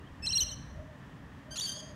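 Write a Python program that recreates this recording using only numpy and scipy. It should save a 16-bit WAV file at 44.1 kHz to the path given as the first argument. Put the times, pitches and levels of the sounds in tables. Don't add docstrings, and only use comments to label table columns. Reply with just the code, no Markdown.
import sys
import numpy as np
from scipy import signal
from scipy.fft import rfft, irfft, next_fast_len
from scipy.io import wavfile
from scipy.ndimage import map_coordinates

SR = 44100
rng = np.random.default_rng(int(sys.argv[2]) if len(sys.argv) > 2 else 0)


def wav_record(signal):
    frames = np.transpose(np.atleast_2d(signal))
    bounded = np.clip(frames, -1, 1)
    quanta = np.round(bounded * 32767).astype(np.int16)
    wavfile.write(sys.argv[1], SR, quanta)


N = 85995
TOP_HZ = 15750


def magpie():
    # start and end in seconds; pitch in Hz at its start, middle and end;
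    # level, rise in level, overtone boost and treble boost, all in dB; roughness from 0 to 1.
    first_notes = [ (.222, .261, 2673, 2618, 2720, -39, 10, 2.5, 1, 0.04),
                   (.262, .268, 2526, 3000, 3270, -35, -9, -1, 0, 0.9),
                   (.269, .285, 4096, 4160, 3850, -27.5, -3, 4.5, -25, 0.08),
                   (.289, .308, 2875, 2665, 2850, -38, 4, 7, 2, 0.13),
                   (.308, .312, 3060, 3070, 3040, -31, 10, -14, -5, 0),
                   (.312, .328, 2880, 2864, 2720, -33, 13, 0, -10, 0.16),
                   (.327, .330, 3050, 3120, 3130, -37, 4, -13, -5, 0),
                   (.330, .350, 4050, 4177, 3980, -28, -1.5, 2, -14, 0.1),
                   (.352, .378, 2807, 2821, 2784, -27, 4, 1, 3, 0.13),
                   (.378, .381, 3140, 3250, 3260, -30.5, -4, -8, 0, 0.1),
                   (.381, .404, 4142, 4207, 3663, -27, -8, 5.5, 0, 0.07),
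                   (.405, .416, 2842, 2946, 3200, -27, -6, -0.5, 10, 0.18),
                   (.416, .438, 3110, 3024, 2874, -29, 0, -3, 10, 0.24)]
    second_notes = [ (1.507, 1.540, 1541, 1563, 1603, -38.5, -5, -7, -3, 0.057),
                    (1.542, 1.555, 1550, 1566, 1610, -47, -10, -1, 4, 0.3),
                    (1.557, 1.576, 1384, 1415, 1370, -39, 1, 2, -5, 0.77),
                    (1.576, 1.596, 3100, 3400, 3320, -36, 7, 1, -1, .3),
                    (1.596, 1.610, 3045, 2897, 3310, -37.5, -9, 6.5, 1, 0.73),
                    (1.610, 1.617, 3450, 3740, 3840, -31.5, -6, 2.5, 1, .2),
                    (1.617, 1.665, 4535, 4590, 4440, -33, 2, -1.5, -2, 0.035),
                    (1.615, 1.667, 1600, 1654, 1633, -44.5, 4, -1, -2, 1),
                    (1.666, 1.693, 1559, 1610, 1576, -45, -1, 5, 4, 0.26),
                    (1.693, 1.720, 1557, 1580, 1607, -44, -16, 2, -2, 0.13),
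                    (1.718, 1.750, 1567, 1575, 1647, -51, -12, 7, 1, 0.14),
                    (1.752, 1.810, 1595, 1650, 1637, -49.5, 1, 2.5, -8, 0.4),
                    (1.812, 1.900, 1609, 1614, 1580, -57, -7, -1, -36, 0.19)]
    # frequency in Hz, boost in dB.
    first_throat = [(1500, -39), (2200, -22), (2600, -1), (2850, -13), (3150, 1.5), (4150, 0.5), (4900, -4),
                    (5400, 0), (6100, 7), (7200, -8), (8300, -18.5), (10200, -25.5), (12300, -26),
                    (15000, -52)]
    second_throat = [(1550, -13.5), (2300, -19.5), (3150, -2), (3900, 1), (4750, 0), (5250, -14),
                     (5800, -6.5), (6600, 2.5), (7400, -13.5), (7900, -24), (9400, -8.5), (10900, -26),
                     (12800, -17), (15000, -41)]
    return warble(first_notes, first_throat) + warble(second_notes, second_throat)


def warble(notes, throat):
    attack_s, release_s, fade_in_s = .002, .0033, .014
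    treble_hz, noisy_above_hz = 10400, 15000
    rasp_db, hiss_db = -10.5, -32.5
    out, t = np.zeros(N), np.arange(N) / SR
    harmonic = np.arange(1, 10)[:, None]
    jitter, breath = wobble(1115), noise(throat)
    smear = np.array([wobble(700.2) + 1j * wobble(700.2) for _ in harmonic]) / np.sqrt(2)
    for start, end, start_hz, mid_hz, end_hz, db, swell_db, overtones_db, treble_db, rough in notes:
        span = np.flatnonzero((t > start - attack_s) & (t < end + release_s))
        place = np.clip((t[span] - start) / (end - start), 0, 1) * 2 - 1
        pitch = mid_hz + place * (end_hz - start_hz) / 2 + place ** 2 * ((start_hz + end_hz) / 2 - mid_hz)
        phase = 2 * np.pi * np.cumsum(pitch * (1 + .028 * rough * jitter[span])) / SR
        hz = harmonic * pitch
        shelf_db = treble_db / (1 + (treble_hz / hz) ** 20)
        gains = amp(along(throat, hz) + overtones_db * (harmonic > 1) + shelf_db) * (hz < TOP_HZ)
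        blur = 1.06 * rough * np.sqrt(harmonic) + (hz / noisy_above_hz) ** 4
        tones = np.exp(1j * harmonic * phase) * (1 + blur * smear[:, span]) / np.hypot(1, blur)
        voice = (gains * tones.imag).sum(0)
        rasp = breath[span] * (1 + np.cos(phase)) * (amp(rasp_db) * rough + amp(hiss_db))
        opening = np.clip((t[span] - start) / attack_s / 2 + .5, 0, 1)
        closing = np.clip((end - t[span]) / release_s / 2 + .5, 0, 1)
        level = amp(db + swell_db * place / 2 + place ** 2 - .5)
        out[span] += np.sin(np.pi / 2 * opening * closing) ** 2 * level * (voice + rasp)
    age = t - notes[0][0]
    return out * np.clip((age + attack_s) / fade_in_s, 0, 1)


def wall_echoes(sound):
    # delay in seconds, level in dB.
    bounces = [(.021, -37.5), (.044, -67), (.075, -29.5), (.108, -14)]
    dull_above_hz = 9800

    def response(hz):
        delayed = sum(amp(db) * np.exp(-2j * np.pi * hz * delay) for delay, db in bounces)
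        return delayed / np.hypot(1, (hz / dull_above_hz) ** 2)
    return filtered(sound, response)


def garden_reverb(sound):
    # frequency in Hz, seconds the tail takes to fade by 60 dB.
    fade_times = [(500, 0.2), (3000, 0.78), (6000, 0.65), (9000, 0.65), (14000, 0.12)]
    tail_db, delay_s = -17.5, .018
    hz, t, spectrum = signal.stft(rng.standard_normal(SR), SR, nperseg=256)
    fade = amp(-60 * t / along(fade_times, hz)[:, None])
    tail = signal.istft(spectrum * fade, SR, nperseg=256)[1]
    tail = np.pad(tail / np.linalg.norm(tail), (int(delay_s * SR), 0))
    return amp(tail_db) * signal.fftconvolve(sound, tail)[:N]


def dove():
    # start in seconds, length in seconds, top pitch in Hz, level in dB.
    coos = [(.42, 0.138, 613, -57.5), (0.671, 0.316, 625, -52), (1.416, .18, 625.4, -53.5),
            (1.66, 0.386, 615, -51)]
    pitch_bend, roughness = .092, .66
    out, t = np.zeros(N), np.arange(N) / SR
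    for start, length, hz, db in coos:
        place = np.clip(2 * (t - start) / length - 1, -1, 1)
        tone = np.exp(2j * np.pi * np.cumsum(hz * (1 - pitch_bend * place ** 2)) / SR)
        blur = 1 + roughness * (wobble(110) + 1j * wobble(110))
        out += amp(db) * (1 - place ** 2) * unit((tone * blur).imag) / np.sqrt(2)
    return out


def small_bird():
    # time in seconds, pitch in Hz, level in dB.
    whistle = [(0, 2810, -63), (.03, 2790, -69.5), (.058, 2950, -68), (.075, 3220, -57.5), (.1, 3170, -74),
               (.13, 3170, -100)]
    hz, db = curves(whistle)
    pitch = hz * (1 + .013 * wobble(300))
    return amp(db + 2.3 * wobble(104)) * np.sin(2 * np.pi * np.cumsum(pitch) / SR)


def background():
    # frequency in Hz, relative strength in dB.
    air_colour = [(160, -45), (280, -3), (326, -19), (385, -11), (522, -12.5), (821, -14), (1110, -12),
                  (1480, -18), (1840, -11), (2140, -22.5), (3200, -24), (4050, -32), (6380, -35),
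                  (10400, -44), (15600, -47)]
    drone_colour = [(70, -42), (105, -5.5), (132, 1), (165, -2), (215, -7), (275, -7.5), (340, -16),
                    (450, -33), (700, -100)]
    rumble_colour = [(20, -26), (30, -7), (45, -6.5), (65, 1), (90, -1), (115, -9), (170, -41), (300, -87)]
    # time in seconds, level in dB.
    rumble_levels = [(0.0, -48), (0.076, -53), (0.124, -47), (0.172, -55), (0.238, -45), (0.4, -52.5),
                     (0.412, -43.5), (0.744, -53), (0.776, -42), (0.912, -56.5), (1.894, -58.5),
                     (1.95, -51)]
    air_db, drone_db = -56, -51
    rumble_db, = curves(rumble_levels)
    air = amp(air_db + .4 * wobble(8)) * noise(air_colour)
    drone = amp(drone_db + .9 * wobble(18.05)) * noise(drone_colour)
    rumble = amp(rumble_db + 1.3 * wobble(22)) * noise(rumble_colour)
    return air + drone + rumble


def amp(db):
    return 10 ** (np.asarray(db) / 20)


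def unit(sound):
    return sound / np.sqrt(np.mean(sound ** 2) + 1e-20)


def along(points, hz):
    frequencies, values = np.transpose(points)
    return np.interp(np.log(hz + 1), np.log(frequencies + 1), values)


def curves(rows):
    times, *columns = np.transpose(rows)
    return [np.interp(np.arange(N) / SR, times, column) for column in columns]


def wobble(rate):
    values = rng.standard_normal(N // 8)
    return map_coordinates(values, [np.arange(N) * rate / SR], mode="wrap")


def filtered(sound, response):
    size = next_fast_len(N + SR // 2)
    return irfft(rfft(sound, size) * response(np.fft.rfftfreq(size, 1 / SR)), size)[:N]


def noise(colour):
    return unit(filtered(rng.standard_normal(N), lambda hz: amp(along(colour, hz))))


def scene():
    calls = magpie()
    return (calls + wall_echoes(calls) + garden_reverb(calls) + dove() + small_bird() + background())[None]


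def record(dry):
    return filtered(dry[0], lambda hz: hz < TOP_HZ)[None]


dry = scene()
out = record(dry)
wav_record(out)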